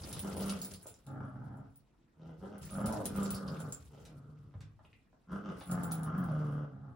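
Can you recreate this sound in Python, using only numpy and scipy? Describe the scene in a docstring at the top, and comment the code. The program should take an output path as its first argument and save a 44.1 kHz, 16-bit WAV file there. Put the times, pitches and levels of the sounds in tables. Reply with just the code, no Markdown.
"""In a living room, two small dogs tug at a plush toy on a rug over a wooden floor.
One growls in long, low, throbbing bouts through a mouthful of toy: a chest tone and ragged slaps ring throat resonances.
As they shake their heads, metal collar tags jingle as decaying modes, and fur and plush rustle as grainy noise.
Paws thump as short low sines; claws tick, knock and scuff as brief noise bursts. Room tone and echo surround them."""
import sys
import numpy as np
from scipy import signal
from scipy.fft import rfft, irfft
from scipy.io import wavfile
from scipy.ndimage import uniform_filter1d

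SR = 44100
rng = np.random.default_rng(int(sys.argv[2]) if len(sys.argv) > 2 else 0)


def dump(signal):
    """Clip the signal to [-1, 1] and save it as 16-bit WAV at the path in sys.argv[1]."""
    limited = np.clip(np.atleast_2d(signal).T, -1, 1)
    pcm = np.round(limited * 32767).astype(np.int16)
    wavfile.write(sys.argv[1], SR, pcm)


N = 306495


def from_db(db):
    """Decibels to gain."""
    return 10 ** (np.asarray(db) / 20)


def rms_one(x):
    """Scale to unit rms."""
    return x / np.sqrt(np.mean(x ** 2) + 1e-20)


def evened(x):
    """Hold a sound at a steady rms of 1."""
    return x / np.sqrt(np.abs(uniform_filter1d(x * x, size=1500)) + 1e-12)


def in_time(rows):
    """Each column of a curve at every sample."""
    s, *columns = np.transpose(rows)
    return [np.interp(np.arange(N) / SR, s, column) for column in columns]


def at_hz(points, hz):
    """Read a table on a log-frequency axis."""
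    table_hz, values = np.transpose(points)
    return np.interp(np.log(hz), np.log(table_hz), values)


def drift(rate):
    """Smooth chance with about `rate` turns a second; spread 1."""
    step = 40   # samples between computed points
    r = np.exp(-2 * np.pi * step * rate / SR)
    white = rng.standard_normal(N // step + 2002)
    slow = signal.lfilter([1], [1, -2 * r, r * r], white)[2000:]
    return np.interp(np.arange(N) / step, np.arange(len(slow)), rms_one(slow))


def band(x, low, high, order=2):
    """Butterworth band-pass."""
    edges = [max(low, 10), min(high, .45 * SR)]
    return signal.sosfilt(signal.butter(order, edges, "band", fs=SR, output="sos"), x + 1e-18)


# Left-right likeness of diffuse sound: (frequency [Hz], correlation [-1 to 1])
LIKENESS = [(40, 1), (160, 0.85), (330, 0.64), (700, 0.37), (1500, 0.2), (3000, 0.56), (6000, -0.077),
            (16000, 0.48)]


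def diffuse_bands(size, count=20):
    """Half-octave bands of stereo noise, alike on both sides in the bass: (Hz, noise)."""
    edges = 22 * 2 ** (np.arange(count + 1) / 2)
    white = rng.standard_normal((2, 2, size + 8000))
    for k, (low, high) in enumerate(zip(edges, edges[1:])):
        # neighbouring bands use different noise
        mid, side = band(white[k % 2], low, high)[:, -size:]
        hz = np.sqrt(low * high)
        alike = np.clip(at_hz(LIKENESS, hz), -1, 1)
        yield hz, np.sqrt(1 + alike) * mid + np.sqrt(1 - alike) * side * [[1], [-1]]


def coloured(spectrum, patchy_db, count=20):
    """Stereo noise of a given colour, each band swelling on its own; rms 1."""
    total = np.zeros((2, N))
    for hz, noise in diffuse_bands(N, count):
        total += from_db(at_hz(spectrum, hz) + patchy_db * drift(23)) * noise
    return rms_one(total)


def add(track, s, sound):
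    """Mix a short sound in at time s."""
    start = max(round(s * SR), 0)
    track[start:start + len(sound)] += sound[:N - start]


# Colour of the room tone: (frequency [Hz], relative density [dB per Hz])
AIR = [(15, -36), (25, 2.5), (53, 3.5), (80, -4), (223, -2), (734, -20.5), (988, -13.5), (1290, -23),
       (3620, -30.5), (4490, -32.5), (6740, -36.5), (9320, -38.5), (16000, -52)]


def room_tone(level_db=-69):
    """Steady, mostly low room noise whose bands swell slightly."""
    return from_db(level_db) * coloured(AIR, patchy_db=2.5)


# One growl per push of air: (start [s], length [s], rise after the start [s], chest level [dB],
# fade [dB], roughness [0-1, clipped], open mouth re chest [dB], snarl re chest [dB],
# muzzle rasp re chest [dB], vowel at the start [Hz]); the part levels are trimmed in growl()
GROWLS = [(0, 0.13, 0.012, -55.5, -6.5, 0.88, -4, -10.5, -38, 353),
          (0.227, 0.11, 0.022, -38.5, 7, 0.58, -4, -9, -24, 318),
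          (0.326, 0.091, 0.018, -45, -1, 0.68, -1, -15, -18.5, 320),
          (0.385, .14, 0.04, -40.5, -2.5, 0.24, -9.5, -10.5, -21.5, 440),
          (0.58, 0.23, 0.035, -46.5, 15, 0.56, -9, -15.5, -33, 450),
          (1.061, 0.13, 0.027, -44, -1, 0.34, -4, -11.5, -47, 840),
          (1.18, 0.088, 0.035, -41.5, 0, 0.55, -8, -10.5, -38.5, 630),
          (1.312, 0.3, 0.037, -44, 2, 0.44, -7.5, -15, -46, 740),
          (2.168, 0.14, 0.063, -54.5, -7, 0.25, -8.5, -15.5, -26.5, 380),
          (2.406, 0.049, 0.032, -46, 0, .2, -1.5, -9, -27, 391),
          (2.511, 0.045, .025, -49, 0, 0.42, -6, -8, -20.5, 380),
          (2.713, 0.16, 0.12, -35, 0.5, 0.63, -5, -8.5, -30.5, 546),
          (2.849, 0.09, 0.093, -37, 2.5, 0.42, 4, -7, -40, 710),
          (2.943, 0.035, 0.061, -43, 0, 0.53, 7.5, -16, -41, 402),
          (3.025, 0.099, 0.042, -44, -1, 1.1, -7, -11, -37, 354),
          (3.145, .16, 0.04, -32, 9, 0.22, -7, -9.5, -28.5, 460),
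          (3.297, 0.38, 0.068, -43, -0.5, .55, -8, -9, -49, 480),
          (3.899, .18, 0.029, -54.5, 5, .35, -3, -10, -19, 439),
          (4.079, 0.23, 0.032, -52.5, -0.5, .35, -15.5, -16.5, -45.5, 466.4),
          (4.314, .35, 0.042, -56.5, 0.5, 0.19, -16, -19, -35, 407),
          (5.289, 0.068, 0.046, -39, 0.5, 0.49, -9, -7, -27, 342.8),
          (5.429, 0.077, .042, -44, -1.5, 0.58, -4.5, -6, -19.5, 329.6),
          (5.675, 0.38, 0.054, -32, 7.5, 0.3, -7, -11.5, -38.5, 789.2),
          (6.051, 0.034, .027, -39.5, -1.5, 0.62, -4.5, -3.5, -28.5, 710),
          (6.103, 0.15, 0.049, -34.5, -1, 0.47, -10, -12, -36, 730),
          (6.27, 0.36, 0.037, -34, 3.5, 0.21, -12.5, -15, -36, 520),
          (6.709, 0.068, .03, -44.5, 1, 0.4, -11.5, -18.5, -56, 800.5),
          (6.813, 0.097, 0.021, -45, 2.5, 0.27, -12, -16.5, -54, 878)]
# Pitch glide, one list per bout of growling: (time [s], pitch [Hz])
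PITCH = [
    [(0.05, 176.6), (0.104, 197.1), (0.23, 200.7), (0.324, 191.8), (0.538, 199.7), (0.606, 172.6),
     (0.646, 193.5), (0.75, 193.7)],
    [(1.07, 136), (1.33, 130.5), (1.372, 125.7), (1.478, 140.5), (1.53, 124.7), (1.6, 140.3), (1.64, 128.7),
     (1.72, 127.7)],
    [(2.18, 157), (2.294, 167.4), (2.334, 156.5), (2.372, 159), (2.422, 187.4), (2.522, 208.8),
     (2.562, 195.4), (2.6, 195.8)],
    [(2.73, 191.3), (2.794, 195.2), (2.902, 223.9), (2.998, 199.3), (3.442, 195.2), (3.638, 162.5),
     (3.67, 139.4), (3.78, 139.3)],
    [(3.9, 144.2), (4.004, 144.2), (4.052, 163.9), (4.118, 160.7), (4.152, 140.4), (4.228, 141),
     (4.294, 150.8), (4.54, 139.6)],
    [(5.3, 180.5), (5.326, 182.1), (5.354, 193.5), (5.378, 198.2), (5.414, 198.2), (5.438, 208.5),
     (5.518, 181.6), (5.56, 183.3)],
    [(5.68, 178.9), (5.812, 179.5), (5.934, 163), (6.032, 158.3), (6.056, 155.5), (6.116, 155.4),
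     (6.16, 180.7), (6.23, 183.4)],
    [(6.3, 152), (6.318, 150.4), (6.662, 145.7), (6.706, 135.4), (6.774, 132.6), (6.87, 141.1),
     (6.908, 125.5), (6.94, 122.8)],
]
ONSET_DB, RELEASE_DB_PER_S = 15.5, 187   # a growl swells from this far down, and dies at this rate
LIPS_SLACKEN_DB = 2   # the snarl and rasp weaken by this much over a growl
JAW_OCTAVES_PER_S = 0.56   # the vowel darkens as the jaw closes on the toy


def growl_controls():
    """Each growl swells, changes level while held and dies away; pitch glides and the jaw slowly closes."""
    t = np.arange(0, N / SR, .002)
    columns = np.transpose(GROWLS)[:, :, None]
    start, length, rise, db, fade, rough, mouth_db, snarl_db, muzzle_db, vowel_hz = columns
    age = np.clip(t - start, 0, length)
    onset = np.maximum(1 - (t - start) / rise, 0)
    overtime = np.maximum(t - start - length, 0)
    effort_db = -ONSET_DB * onset ** 2 - fade * age / length - RELEASE_DB_PER_S * overtime
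    power = from_db(db + effort_db) ** 2 + 1e-20
    # the lips are drawn back at first and slacken towards the end
    lips_db = LIPS_SLACKEN_DB * (.5 - age / length)
    parts_db = (0, mouth_db, snarl_db + lips_db, muzzle_db + lips_db)
    levels = [np.sqrt(np.sum(power * from_db(part_db) ** 2, axis=0)) for part_db in parts_db]
    pitch = np.interp(t, *np.vstack(PITCH).T)
    jaw_hz = vowel_hz * 2 ** (-JAW_OCTAVES_PER_S * age)
    # where growls run into each other, the stronger one shapes the voice
    shape = [np.average(np.broadcast_to(control, power.shape), axis=0, weights=power)
             for control in (np.clip(rough, 0, 1), jaw_hz)]
    return in_time(np.transpose([t, *levels, pitch, *shape]))


def throat(source, resonances, top_hz):
    """Resonances in parallel with a steep fall above, evened to a steady rms of 1."""
    x = np.zeros(N)
    for hz, width, db in resonances:
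        x += from_db(db) * band(source, hz - width / 2, hz + width / 2)
    return evened(signal.sosfilt(signal.butter(6, min(top_hz, .4 * SR), fs=SR, output="sos"), x))


def jaw_resonance(source, jaw_hz, width_hz=230):
    """One resonance that glides with the opening of the jaw, at a steady level."""
    turn = np.exp(2j * np.pi * np.cumsum(jaw_hz) / SR)
    r = np.exp(-np.pi * width_hz / SR)
    # shift the resonance to zero frequency, smooth there, and shift back
    smoothed = signal.lfilter([(1 - r) ** 2], [1, -2 * r, r * r], source / turn)
    return evened(np.real(turn * smoothed))


# Throat resonances, the muzzle's being faint and high:
# (centre [Hz], width [Hz], level within its group [dB])
CHEST = [(223, 93.6, 0)]
MOUTH = [(299.6, 50, 13), (456, 374, 10), (640, 180, -12.5), (802, 530, 5), (883, 620, -8)]
SNARL = [(1290, 150, -10), (1233, 393, 12), (1500, 170, -8)]
MUZZLE = [(1894, 298, 1.5), (2942, 640, 3), (5370, 1900, -7.5)]
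# scale of the closure scatter, the turbulence per slap, and the buzz beside the chest tone
JITTER_CYCLES, BREATHINESS, CHEST_BUZZ = .11, 1.5, .42


def growl(chest, mouth, snarl, muzzle, pitch, rough, jaw_hz,
          waver=.008, throb_hz=25, throb=0.55, wobble=1.0, shimmer_db=5, limp=0.93,
          break_up_db=4, mouth_db=-4, jaw_db=-7, snarl_db=-2, muzzle_db=-1):
    """Slack folds flap unevenly: a throbbing chest tone, and a ragged train of slaps that rings the throat."""
    # closures come a little early or late around the gliding pitch
    glide = np.cumsum(pitch * (1 + waver * drift(12))) / SR
    cycles = np.maximum.accumulate(glide + 1 + JITTER_CYCLES * rough * drift(45))
    closures = cycles.astype(int)
    # loose tissue above the folds flutters and swells the flow in throbs
    flutter = 2 * np.pi * np.cumsum(throb_hz * (1 + 0.3876 * drift(9.95))) / SR
    swell = 1 + np.sqrt(rough) * throb * np.sin(flutter) + 0.18 * rough * drift(58)
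    tone = np.sin(2 * np.pi * cycles + wobble * rough * np.cos(flutter)) * swell
    tone = tone / np.sqrt(uniform_filter1d(tone * tone, size=3000))
    # strong and weak closures alternate, each with a puff of turbulence
    chance = np.clip(rng.standard_normal(N), -2, 2)[closures]
    alternation = 1 + limp * np.sqrt(rough) * (-1) ** closures
    strength = from_db(shimmer_db * rough * chance) * alternation * swell
    puff = np.exp(-(cycles % 1) / 0.66) * rng.standard_normal(N) * np.sqrt(8 * pitch / SR)
    slaps = strength * (np.diff(closures, prepend=0) + BREATHINESS * (.1 + rough) * puff)
    buzz = CHEST_BUZZ * (.5 + rough) * throat(slaps, CHEST, top_hz=642)
    low = chest * (from_db(-break_up_db * rough) * tone + buzz)
    open_mouth = from_db(mouth_db) * throat(slaps, MOUTH, top_hz=1320)
    vowel = mouth * (open_mouth + from_db(jaw_db) * jaw_resonance(slaps, jaw_hz))
    snarling = snarl * from_db(snarl_db) * throat(slaps, SNARL, top_hz=1520)
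    rasp = muzzle * from_db(muzzle_db) * throat(slaps, MUZZLE, top_hz=8230)
    return low, vowel + snarling + rasp


# Tugs and head shakes, levels before trims: (start [s], length [s], rustle [dB], tag jingle [dB],
# floor rumble [dB])
TUGS = [(0, 0.7, -53.5, -56, -58), (0.806, 0.096, -65, -59.5, -68), (1.033, 0.71, -83, -82, -69),
        (2.254, 0.16, -83, -108, -70), (2.386, 0.15, -74, -104, -58.5), (2.62, 0.18, -59.5, -53.5, -55.5),
        (2.864, 0.48, -54, -73, -49), (3.474, 0.3, -61.5, -66.5, -59), (3.858, 0.19, -70.5, -96, -62),
        (4.157, 0.43, -86, -106, -62), (4.83, 0.13, -79, -99, -68.5), (5.318, 0.24, -74, -105, -57.5),
        (5.572, 0.37, -65, -55, -66), (6.159, 0.36, -73.5, -72.5, -73)]
TUG_RISE_S, TUG_SETTLE_S = 0.0099, 0.075   # a tug builds up and settles
TUG_UNEVEN_DB, TUG_JERKS_PER_S = 2.5, 7.6   # and is jerky while it lasts


def tugging():
    """Strength of rustle, jingle and floor rumble: each tug builds up, jerks about and settles."""
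    t, strength = np.arange(N) / SR, np.zeros((3, N))
    for s, length, *db in TUGS:
        build_up = np.clip((t - s) / TUG_RISE_S + 1, 0, 1)
        settle = np.exp(-np.maximum(t - s - length, 0) / TUG_SETTLE_S)
        strength += from_db(db)[:, None] * build_up * settle
    return strength * from_db(TUG_UNEVEN_DB * drift(TUG_JERKS_PER_S))


# Colours of the rubbing and of the deep rumble: (frequency [Hz], relative density [dB per Hz])
RUSTLE = [(300, 5), (900, -2.5), (1800, -6), (2600, -7.5), (4500, -5.5), (7000, -10), (10000, -9.5),
          (13000, -15.5), (16500, -28)]
RUMBLE = [(22, -67.5), (42, -7.5), (75, 17.5), (105, 15.5), (160, 13.5), (300, -46.5)]


def scuffle(rustle, rumble, rustle_db=-1, grain_db=2.0):
    """Fur and plush rub in uneven grains of changing colour over a deep rumble."""
    grains = rustle * from_db(rustle_db + grain_db * drift(69))
    rub = grains * coloured(RUSTLE, patchy_db=3.5)
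    return rub + rumble * coloured(RUMBLE, patchy_db=3.0, count=9)


# Collar tags clash, levels before trims: (time [s], level [dB], lowest modes re the rest [dB],
# highest modes re the rest [dB])
CLASHES = [(0.056, -62, -10, -6), (0.128, -38.5, 7, -6), (.193, -37, -12, 3), (0.368, -45, -8, 3),
           (0.407, -41.5, -8, 5), (0.459, -40.5, -25, -16), (0.4824, -42, -20, -16), (.498, -39.5, 6, 0),
           (0.617, -44, 19, 9), (0.6476, -36.5, -6, 5), (0.737, -45.5, -31.5, -10), (0.869, -44.5, 10, 3),
           (1.066, -55, 3, 3), (1.571, -68, -3, -19), (1.7583, -60, -21, 4), (2.582, -54.5, -22, 6),
           (2.7058, -50.5, -18, -17), (2.859, -35, -1, -2), (2.925, -39.5, -1, -11),
           (3.056, -27.5, -47, -10), (3.161, -42.5, -22, 6), (3.2, -52.5, 9, -9), (3.2314, -40.5, 8, -10),
           (3.3057, -35, -9, 7), (3.348, -40.5, -1, -11), (3.602, -46.5, 8, 0), (3.724, -43.5, 19.5, 0),
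           (5.583, -62, -24, 7), (5.7137, -38.5, 7, 3), (5.835, -43.5, 7, 13), (5.9188, -34.5, -9, 0),
           (6.0332, -44, -12, -7), (6.18, -56, -19, 9), (6.2414, -54, -16, 3), (6.523, -63.5, -14.5, -7)]
# Ringing modes of the tags: (frequency [Hz], level [dB], t60 [s], phase between left and right [rad])
TAGS = [(7400, -7, 0.02441, 3.9), (6900, -13, .01, 2.4), (9660, -3, 0.0582, 1.25),
        (9116, -12, 0.01507, 0.7684), (9780, -14, 0.037, 0.97), (10340, 1.5, 0.0083, 0.57),
        (11140, -10.5, .02, 1.0), (12500, -11.5, 0.0045, 2.07), (15570, -4.5, 0.039, 2.565),
        (15750, -2, 0.055, 3.1)]
LOW_MODES_HZ, HIGH_MODES_HZ = 8000, 13000   # lowest modes lie below the first, highest above the second


def tags(shaking, per_s=60, clash_db=-4, bounce_db=-8.0, bounce_s=0.0062,
         scrape_db=-17, scrape_s=0.0038, hard_db=12, vary_db=4, unsettle=0.94):
    """Tags clash and rebound, and chatter lightly in between; every touch excites the modes differently."""
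    uneven_db = 1.56 * np.clip(rng.standard_normal(N), -2, 2)
    chatter = (rng.random(N) < per_s / SR) * shaking * from_db(uneven_db)
    s, peak_db, low_db, high_db = np.transpose(CLASHES)
    first = (s * SR).astype(int)
    # three rebounds per clash, at uneven gaps around bounce_s
    delays_s = np.cumsum(rng.uniform(0.56, 1.1, (len(s), 3)), axis=1) * bounce_s
    rebounds = np.minimum(first[:, None] + (delays_s * SR).astype(int), N - 1)
    out, contact = np.zeros((2, N)), chatter.copy()
    contact[first] += from_db(peak_db + hard_db)
    contact[rebounds[:, 0]] += from_db(peak_db + hard_db + bounce_db)
    for hz, db, t60, phase in TAGS:
        touches = chatter * rng.standard_normal(N)
        tilt_db = low_db * (hz < LOW_MODES_HZ) + high_db * (hz > HIGH_MODES_HZ)
        size = from_db(peak_db + clash_db + tilt_db + vary_db * rng.standard_normal(len(s)))
        touches[first] += size
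        touches[rebounds] += size[:, None] * from_db(bounce_db) * rng.standard_normal(rebounds.shape)
        pole = np.exp(-np.log(1000) / (t60 * SR) + 2j * np.pi * hz / SR)
        ringing = from_db(db) * signal.lfilter([1], [1, -pole], touches + 1e-18)
        # tags lying against each other unsettle the ring
        turn = .5 * phase * np.array([[1], [-1]]) + unsettle * drift(70)
        out += np.imag(ringing * np.exp(1j * turn))
    # the edges scrape for a moment at chatter, clashes and first rebounds
    scrape = signal.lfilter([1], [1, -np.exp(-1 / (scrape_s * SR))], contact + 1e-18)
    scrape = scrape * rng.standard_normal((2, N))
    return out + from_db(scrape_db) * band(scrape, 3600, 15100, order=1)


# Paws land, levels before a trim: (time [s], level [dB], pitch [Hz])
THUMPS = [(0.009, -38.5, 77.5), (0.198, -40.5, 83), (0.335, -39, 84), (0.738, -51, 81.5), (0.862, -56, 120),
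          (2.621, -64, 75.2), (2.802, -32.5, 121.6), (3.068, -42, 101.9), (3.503, -35, 147.9),
          (4.552, -36.5, 103.7), (4.636, -47, 131.3)]


def paws(decay_s=0.02, rise_s=0.00096, level_db=1):
    """The rug softens each footfall into a short boom of the boards."""
    out, t = np.zeros(N), np.arange(SR // 3) / SR
    envelope = (1 - np.exp(-t / rise_s)) * np.exp(-t / decay_s)
    for s, db, hz in THUMPS:
        add(out, s, from_db(db + level_db) * np.sin(2 * np.pi * hz * t) * envelope)
    return out


def taps(rows, level_db):
    """Short contacts, each a dying burst around its own centre: rows (s, dB, Hz, decay s, spread)."""
    out, t = np.zeros(N), np.arange(SR // 6) / SR
    for s, db, hz, decay_s, spread in rows:
        noise = rng.standard_normal(len(t))
        burst = rms_one(band(noise, hz / (1 + spread), hz * (1 + spread)))
        add(out, s, from_db(db + level_db) * burst * np.exp(-t / decay_s))
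    return out


# Claws and teeth tick, levels before a trim: (time [s], level [dB], centre [Hz])
TICKS = [(0.1298, -35, 4440), (0.6418, -41, 5750), (0.7384, -42.5, 5270), (0.865, -50, 6580),
         (0.941, -49, 6240), (1.068, -58, 3270), (2.2159, -65, 3513), (2.6998, -52, 3830),
         (3.0545, -49, 3240), (3.305, -42, 4152), (4.5103, -67, 2067), (4.8503, -54.5, 2272),
         (4.9302, -53, 2320), (4.956, -70, 2700), (5.9127, -44, 4973)]
# Light knocks on the boards, levels before a trim: (time [s], level [dB], centre [Hz])
KNOCKS = [(0.857, -51.5, 579), (4.54, -56, 631), (4.608, -63, 1278), (4.792, -64.5, 798), (4.845, -64, 660),
          (5.129, -66.5, 640), (5.567, -53, 757.4), (5.611, -46.5, 636)]
# Claws scuff over the rug, levels before a trim: (time [s], level [dB], centre [Hz], decay [s],
# spread above and below the centre [fraction])
SCUFFS = [(.495, -27, 3760, 0.0052, 0.57), (.615, -33, 4832, 0.0044, 0.13),
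          (3.343, -37.5, 4800, 0.012, 0.13), (3.478, -37, 4961, 0.0074, 0.088),
          (4.052, -46.5, 3250, 0.017, 1.57), (4.606, -49.5, 2775, 0.016, 1.424),
          (5.608, -44, 2820, 0.017, 0.6)]


def claws(tick_s=0.0022, knock_s=0.0042, tick_spread=0.28, knock_spread=0.57):
    """Sharp ticks, duller knocks and longer scuffs, all bursts of banded noise."""
    ticks = taps([(*row, tick_s, tick_spread) for row in TICKS], level_db=-4)
    knocks = taps([(*row, knock_s, knock_spread) for row in KNOCKS], level_db=4.5)
    return ticks + knocks + taps(SCUFFS, level_db=-12.5)


# Decay of the room's echo: (frequency [Hz], t60 [s])
ROOM_T60 = [(100, 0.63), (500, 0.26), (2000, 0.31), (6000, 0.15), (16000, 0.082)]


def room_response():
    """A diffuse tail of unit energy, dying sooner in the treble, with narrow peaks and dips evened out."""
    t = np.arange(SR // 2) / SR
    tail = sum(noise * from_db(-60 * t / at_hz(ROOM_T60, hz)) for hz, noise in diffuse_bands(len(t)))
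    fade_in = np.clip((t - .003) / 0.0021, 0, 1)
    spectrum = rfft(tail * fade_in, SR)
    power = np.abs(spectrum) ** 2
    # bring narrow peaks and dips towards the broader spectrum
    broad, narrow = uniform_filter1d(power, size=300), uniform_filter1d(power, size=9)
    smoothing = np.abs(broad / (narrow + 1e-9))
    tail = irfft(spectrum * np.sqrt(smoothing))[:, :len(t)]
    return rms_one(tail) / np.sqrt(len(t))


THROB_RUMBLE_DB = -16.5   # deep rumble of the throbbing, re the chest level
CHEST_ROOM_DB, VOICE_ROOM_DB = -15, -3.5   # sends into the room


def scene():
    """The dogs a few steps away, with the room answering."""
    controls = growl_controls()
    chest, voice = growl(*controls)
    rustle, shaking, footing = tugging()
    jingle, thumps, contacts = tags(shaking), paws(), claws()
    rumble = np.hypot(from_db(1.0) * footing, from_db(THROB_RUMBLE_DB) * controls[0])
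    sent = from_db(CHEST_ROOM_DB) * chest + from_db(VOICE_ROOM_DB) * voice
    sent = sent + from_db(-7.5) * thumps + from_db(-2) * jingle + contacts
    room = signal.fftconvolve(sent, room_response(), axes=1)[:, :N]
    # direct voice: 0.8 dB up in the first channel, 0.8 dB down in the second
    stereo_voice = from_db(-2.5) * voice * from_db([[.8], [-.8]])
    direct = chest + stereo_voice + thumps + jingle + contacts
    return direct + room + scuffle(rustle, rumble) + room_tone()


def record(dry):
    """The microphone drops the deepest bass; the top is cut steeply."""
    dry = signal.sosfilt(signal.butter(4, 36, "high", fs=SR, output="sos"), dry)
    return signal.sosfilt(signal.ellip(10, .2, 80, 16300, fs=SR, output="sos"), dry)


dry = scene()
out = record(dry)
dump(out)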